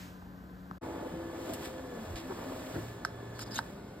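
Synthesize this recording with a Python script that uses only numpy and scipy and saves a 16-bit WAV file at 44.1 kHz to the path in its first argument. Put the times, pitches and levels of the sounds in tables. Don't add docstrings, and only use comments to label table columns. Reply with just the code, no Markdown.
import sys
import numpy as np
from scipy import signal
from scipy.fft import rfft, irfft
from scipy.io import wavfile
from scipy.ndimage import uniform_filter1d

SR = 44100
rng = np.random.default_rng(int(sys.argv[2]) if len(sys.argv) > 2 else 0)


def generate_wav(signal):
    frames = np.transpose(np.atleast_2d(signal))
    scaled = np.clip(frames, -1, 1) * 32767
    pcm = np.round(scaled).astype(np.int16)
    wavfile.write(sys.argv[1], SR, pcm)


N = 176400
T = np.arange(N) / SR
HZ = np.maximum(np.arange(N // 2 + 1) * SR / N, 1)


# (frequency [Hz], density [dB])
ROLLER_SPECTRUM = [(50, -12), (92, 3), (125, -6), (170, -7), (260, 5.5), (450, -2), (620, -2.5), (800, -5),
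                   (1150, -7), (1500, -16), (2500, -26.5), (6000, -61)]
# (time [s], level [dB])
ROLLER_LEVEL = [(.82, -41), (1.07, -44.5), (1.25, -46), (1.42, -44.5), (1.52, -44.5), (1.6, -44.5),
                (1.85, -47), (2.05, -46), (2.25, -47), (2.38, -43.5), (2.5, -43), (2.62, -47),
                (2.78, -44.5), (2.92, -51), (3.5, -49.5), (4, -57)]

def rollers():
    return curve(ROLLER_LEVEL) * noise(response(ROLLER_SPECTRUM), grain=0.39)


# (start [s], end [s], pitch [Hz], level [dB], run-down [s], pitch lost [fraction])
MOTOR_RUNS = [(.8, 1.12, 865, -54.5, .03, .01), (.8, 1.1, 490, -52, .03, .01),
              (1.02, 1.48, 515, -50.5, .03, .002), (1.56, 1.99, 517, -49, .29, .09),
              (.8, 1.17, 330, -49.5, .03, .005), (1.15, 1.48, 333.5, -43, .05, .005),
              (1.46, 1.8, 334, -51, .2, .02), (2.1, 2.28, 333, -47.5, .04, .01),
              (1.79, 1.96, 260, -46, .05, .02), (1.93, 2.06, 224, -47.5, .1, .04),
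              (2.21, 2.32, 260, -47, .05, .01), (2.45, 2.57, 262, -42, .03, .005),
              (2.56, 2.74, 263, -51, .05, .01), (2.42, 2.74, 624, -52, .04, .01),
              (2.73, 3.0, 115, -47.5, .15, .02), (3.1, 3.66, 116, -50, .35, .07),
              (3.7, 4.1, 204, -55, .05, .01), (.95, 1.78, 3110, -69, .05, .002)]

def motors():
    out, attack_s, release_s = 0, 0.025, 0.03
    for start, end, hz, db, run_down_s, sag in MOTOR_RUNS:
        slowing = ramp(end - run_down_s, run_down_s)
        gate = ramp(start, attack_s) * np.clip((end - T) / release_s, 0, 1)
        out += undb(db) * gate * tone(hz * (1 - sag * slowing ** 2), wow=0.0045, flutter_db=2.2)
    return out


# (frequency [Hz], density [dB])
PAPER_SPECTRUM = [(400, 1.5), (1200, 9), (2200, 2.5), (3200, 0.5), (4500, -2), (7000, 0), (10000, -6),
                  (15500, -2.5)]
# (time [s], level [dB])
PAPER_LEVEL = [(.82, -56), (1.3, -57.5), (1.5, -48), (1.58, -50.5), (1.65, -45.5), (1.72, -54.5),
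               (1.88, -57.5), (2.05, -53), (2.13, -54.5), (2.25, -55), (2.33, -52), (2.75, -50),
               (2.88, -53), (3.05, -62), (3.3, -60), (3.65, -56.5), (3.72, -58), (3.82, -63.5)]

def paper_slide():
    return curve(PAPER_LEVEL) * noise(response(PAPER_SPECTRUM), grain=0.11)


# (frequency [Hz], density [dB])
FLICK_SPECTRUM = [(800, -6), (2000, 14.5), (4500, 13), (8000, 12), (13000, 9.5), (15800, -15)]
# (time [s], level [dB], decay [s], extra treble [dB])
EDGE_FLICKS = [(1.535, -38, 0.011, 10), (1.633, -48, .012, -4), (1.65, -45, 0.015, -3),
               (2.157, -43.5, 0.042, -14), (3.392, -39.5, 0.0045, 3), (3.412, -46, 0.01, 6),
               (3.545, -38, .003, 5), (3.558, -47, 0.0063, 5), (3.5645, -40, .003, 3)]

def paper_flicks():
    out, rise_s, treble_hz = 0, 0.00078, 7800
    grit = noise(response(FLICK_SPECTRUM), grain=0.35)
    treble = irfft(rfft(grit) / (1 + (treble_hz / HZ) ** 4), N)
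    for start, db, tau_s, treble_db in EDGE_FLICKS:
        scratch = unit(grit + (undb(treble_db) - 1) * treble)
        out += undb(db) * ramp(start, rise_s) * decay(start, tau_s) * scratch
    return out


# (frequency [Hz], density [dB])
GRIT_SPECTRUM = [(500, -2.5), (1500, 2.5), (2400, -10.5), (3300, -5.5), (4300, -2), (5400, -2),
                 (7500, -7.5), (10000, -9.5), (15500, -17)]
# (start [s], length [s], grit level [dB], squeak [Hz], squeak level [dB])
SCRAPE_STROKES = [(3.343, 0.086, -55, 4400, -63), (3.39, 0.054, -49.5, 5140, -50),
                  (3.415, 0.018, -61, 7030, -48.5), (3.453, 0.034, -57.5, 4900, -57),
                  (3.506, 0.049, -49.5, 4980, -47), (3.537, 0.03, -47, 4500, -57),
                  (3.552, 0.017, -61, 6600, -37.5), (3.554, 0.024, -47, 3780, -42),
                  (3.577, 0.019, -46.5, 3840, -41.5), (3.57, 0.022, -44, 2980, -44.5)]

def paper_scrapes():
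    out, grit = 0, noise(response(GRIT_SPECTRUM), grain=0.4)
    for start, length_s, db, squeak_hz, squeak_db in SCRAPE_STROKES:
        squeak = noise(resonance(squeak_hz, width_hz=380), grain=0.35)
        out += swell(start, length_s) * (undb(db) * grit + undb(squeak_db) * squeak)
    return out


# (frequency [Hz], level [dB], t60 [s])
PLASTIC_MODES = [(910, -5, 0.03), (1282, -5.5, 0.02), (1552, -3, 0.018), (1890, -7.5, 0.0024),
                 (4340, -16.5, 0.013), (5230, -5.5, 0.0074), (8600, -23.5, 0.014)]
# (time [s], level [dB], first mode [dB], second mode [dB], bright modes and crack [dB],
# left minus right [dB], pitch [ratio], ring length [ratio])
PLASTIC_CLICKS = [(.223, -51, 8, 4, -11, -6, 0.92, .8), (0.7115, -24, -10, 1, -20.5, 4.5, 0.84, .55),
                  (2.3082, -43, 17, 1, -18, -2, 0.94, 0.47), (3.0492, -16, -14, 0, -3, -1.5, 1.005, 0.94),
                  (3.392, -34, -9, 0, -8, -1, 1, 1.1), (3.589, -18, -0.5, -4, -6, -3, 1, 1.17)]

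def clicks():
    contact_s, bright_hz, crack_db, crack_s = 0.00028, 3000, -18, 0.0074
    out, grit = 0, noise(response(GRIT_SPECTRUM))
    for start, db, first_db, second_db, bright_db, pan_db, pitch, stretch in PLASTIC_CLICKS:
        body = 0
        for k, (hz, mode_db, t60_s) in enumerate(PLASTIC_MODES):
            trim_db = first_db * (k == 0) + second_db * (k == 1) + bright_db * (hz > bright_hz)
            body += (-1) ** k * undb(mode_db + trim_db) * ring(start, hz * pitch, t60_s * stretch)
        attack = 1 - decay(start, contact_s)
        crack = undb(crack_db + bright_db) * decay(start, crack_s * stretch) * grit
        out += undb(db) * panned(body * attack + crack, pan_db)
    return out


# (start [s], length [s], lower [Hz], lower level [dB], upper [Hz], upper level [dB])
HOUSING_THUDS = [(0.219, 0.061, 64.6, -51, 910, -63), (0.995, 0.088, 306, -49, 565, -44.5),
                 (1.115, 0.047, 174, -42.5, 560, -70), (1.472, 0.074, 344, -43, 645, -42.5),
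                 (2.062, 0.14, 96.5, -42, 325, -63), (2.299, 0.031, 396, -38, 1080, -41),
                 (2.423, 0.019, 463, -50, 1070, -48), (2.74, 0.069, 127, -40.5, 312, -39.5),
                 (2.74, 0.036, 720, -44.5, 1550, -48.5), (3.443, 0.25, 209, -50.5, 303, -57)]

def thuds():
    out, width_ratio = 0, 0.38
    for start, length_s, lower_hz, lower_db, upper_hz, upper_db in HOUSING_THUDS:
        lower = undb(lower_db) * noise(resonance(lower_hz, width_ratio * lower_hz))
        upper = undb(upper_db) * noise(resonance(upper_hz, width_ratio * upper_hz))
        out += swell(start, length_s) * (lower + upper)
    return out


# (time [s], frequency [Hz], level [dB], t60 [s])
PANEL_BUMPS = [(0.7147, 169, -35, 0.034), (2.136, 62, -31, .08), (2.774, 165, -34, 0.07),
               (3.051, 720, -36, 0.034)]

def bumps():
    return sum(undb(db) * ring(start, hz, t60_s) * ramp(start, rise_s=0.0012)
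               for start, hz, db, t60_s in PANEL_BUMPS)


# (frequency [Hz], density [dB])
AIR_SPECTRUM = [(25, -2.5), (60, 2.5), (120, 3), (220, 0), (400, -2.5), (700, -13), (1100, -13),
                (1700, -19), (2300, -26), (4000, -30.5), (8000, -35), (15000, -42.5)]
# (frequency [Hz], level [dB])
FAN_PARTIALS = [(177.6, -60), (403.7, -62), (522.2, -63), (585, -66), (624.5, -66.5), (699.8, -62.5),
                (888, -68), (1470, -68.5), (2162, -76), (3817, -85.5), (4161, -81.5)]

def fans():
    tones = sum(undb(db) * tone(hz, wow=0.00161, flutter_db=3) for hz, db in FAN_PARTIALS)
    return undb(-49) * noise(response(AIR_SPECTRUM)) + tones


# (multiple, level [dB])
WHINE_HARMONICS = [(1, -61), (2, -69), (4, -74)]
# (time [s], gain [dB])
WHINE_GAIN = [(1.9, -3), (2.3, -4), (2.8, -3), (3.67, -.5), (3.75, -22)]

def drive_whine():
    pitch_hz = 1728
    whine = sum(undb(db) * tone(k * pitch_hz, wow=0.0005, flutter_db=2) for k, db in WHINE_HARMONICS)
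    throb = 1 + 0.26 * drift(rate_hz=45)
    casing = undb(-60.5) * noise(resonance(hz=1720, width_hz=85))
    return (whine * throb + casing) * curve(WHINE_GAIN)


# (frequency [Hz], density [dB])
VENT_SPECTRUM = [(25, -26), (60, 4), (130, -4), (280, -4), (420, -11.5), (800, -17), (1600, -16.5),
                 (2300, -36.5), (4500, -38), (8000, -51), (15000, -33)]
# (frequency [Hz], level [dB])
VENT_HUM = [(183, -52.5), (277, -62), (743, -76.5), (1017, -69), (1523, -70.5)]
# (time [s], level [dB])
HISS_LEVEL = [(0, -50), (.07, -55), (.16, -64.5), (.3, -69)]

def room():
    hum = sum(undb(db) * tone(hz, wow=0.0014, flutter_db=1.5) for hz, db in VENT_HUM)
    rumble = undb(-51) * noise(response(VENT_SPECTRUM))
    hiss = curve(HISS_LEVEL) * noise(response(PAPER_SPECTRUM))
    return rumble + panned(hum, pan_db=4.5) + hiss


def with_walls(x):
    delay_s, t60_s, wet_db = 0.012, 0.3, -17
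    tail = unit(rng.standard_normal((2, N)) * decay(delay_s, t60_s / np.log(1000))) / np.sqrt(N)
    return x + undb(wet_db) * irfft(rfft(x) * rfft(tail), N)


# (frequency [Hz], left lead [rad])
DESK_LEAD = [(0, 0), (700, 0), (1000, -1.9), (1500, -1.9), (1850, .4), (2800, 1.4), (4800, .2), (7300, 0),
             (9700, -3.1), (12800, -6.3), (15700, -9.4)]
# (frequency [Hz], left lead [rad])
COPIER_LEAD = [(0, 0), (200, -.15), (700, -.9), (1400, -.6), (2000, .6), (2650, 2.4), (4000, .8),
               (5000, 1.6), (6050, 3.14), (8100, 6.28), (10250, 9.42), (12600, 12.57), (14850, 15.7),
               (16000, 16.6)]
# (frequency [Hz], left minus right [dB])
PORT_BALANCE = [(110, -1), (380, 2), (700, 0), (1300, -0.2), (8000, -0.5)]

def at_ports(x, lead_rows):
    sides = np.array([[0.5], [-0.5]])
    lead_rad = np.interp(HZ, *np.array(lead_rows).T)
    return irfft(rfft(x) * np.exp(1j * sides * lead_rad) * response(PORT_BALANCE) ** sides, N)


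# (frequency [Hz], relative level [dB])
DIFFUSE_SHARE = [(60, -28), (200, -18.5), (500, -1.5), (1200, -11.5), (2500, 1), (5000, -0.5), (12000, -67)]

def noise(gain, grain=0):
    white = rfft(rng.standard_normal((3, N)) * np.exp(grain * drift(rate_hz=900)))
    return unit(irfft((white[0] + white[1:] * response(DIFFUSE_SHARE)) * gain, N))


def tone(hz, wow, flutter_db):
    cycles = np.cumsum(hz * (1 + wow * drift(rate_hz=14))) / SR + rng.random()
    return np.sqrt(2) * np.sin(2 * np.pi * cycles) * undb(flutter_db * drift(rate_hz=16))


def ring(start, hz, t60_s):
    age_s = np.maximum(T - start, 0)
    return np.sin(2 * np.pi * hz * age_s) * np.exp(-np.log(1000) * np.minimum(age_s / t60_s, 2))


def drift(rate_hz):
    hold = int(SR / rate_hz)
    steps = np.repeat(rng.standard_normal(N // hold + 1), hold)
    return 1.17 * uniform_filter1d(uniform_filter1d(steps, hold), hold)[:N]


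def resonance(hz, width_hz):
    return 1 / (1 + (2 * (HZ - hz) / width_hz) ** 2)


def response(rows):
    hz, db = np.array(rows).T
    return undb(np.interp(np.log(HZ), np.log(hz), db))


def curve(rows):
    return undb(np.interp(T, *np.array(rows).T))


def ramp(start, rise_s):
    return np.clip((T - start) / rise_s, 0, 1)


def swell(start, length_s):
    return np.sin(np.pi * ramp(start, length_s)).clip(0) ** 0.41


def decay(start, tau_s):
    return (T >= start) * np.exp(-np.maximum(T - start, 0) / tau_s)


def panned(x, pan_db):
    return x * undb(np.array([[pan_db], [-pan_db]]) / 2)


def undb(db):
    return 10 ** (np.asarray(db) / 20)


def unit(x):
    return x / np.sqrt(np.mean(x ** 2))


def scene():
    room_end_s, room_fade_s, copier_start_s = 0.783, 0.0011, 0.8105
    knocks = with_walls(clicks()) + thuds() + bumps()
    desk = at_ports(room() + knocks, DESK_LEAD)
    machine = fans() + drive_whine() + motors() + rollers()
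    paper = paper_slide() + paper_flicks() + paper_scrapes()
    copier = at_ports(machine + paper + knocks, COPIER_LEAD)
    desk_gate = np.clip((room_end_s - T) / room_fade_s, 0, 1)
    return desk * desk_gate + copier * ramp(copier_start_s, rise_s=0.025)


def record(dry):
    bass_hz, top_hz = 36, 15850
    thin = signal.sosfilt(signal.butter(3, bass_hz, "high", fs=SR, output="sos"), dry)
    return signal.sosfilt(signal.ellip(10, .1, 80, top_hz, fs=SR, output="sos"), thin)


dry = scene()
out = record(dry)
generate_wav(out)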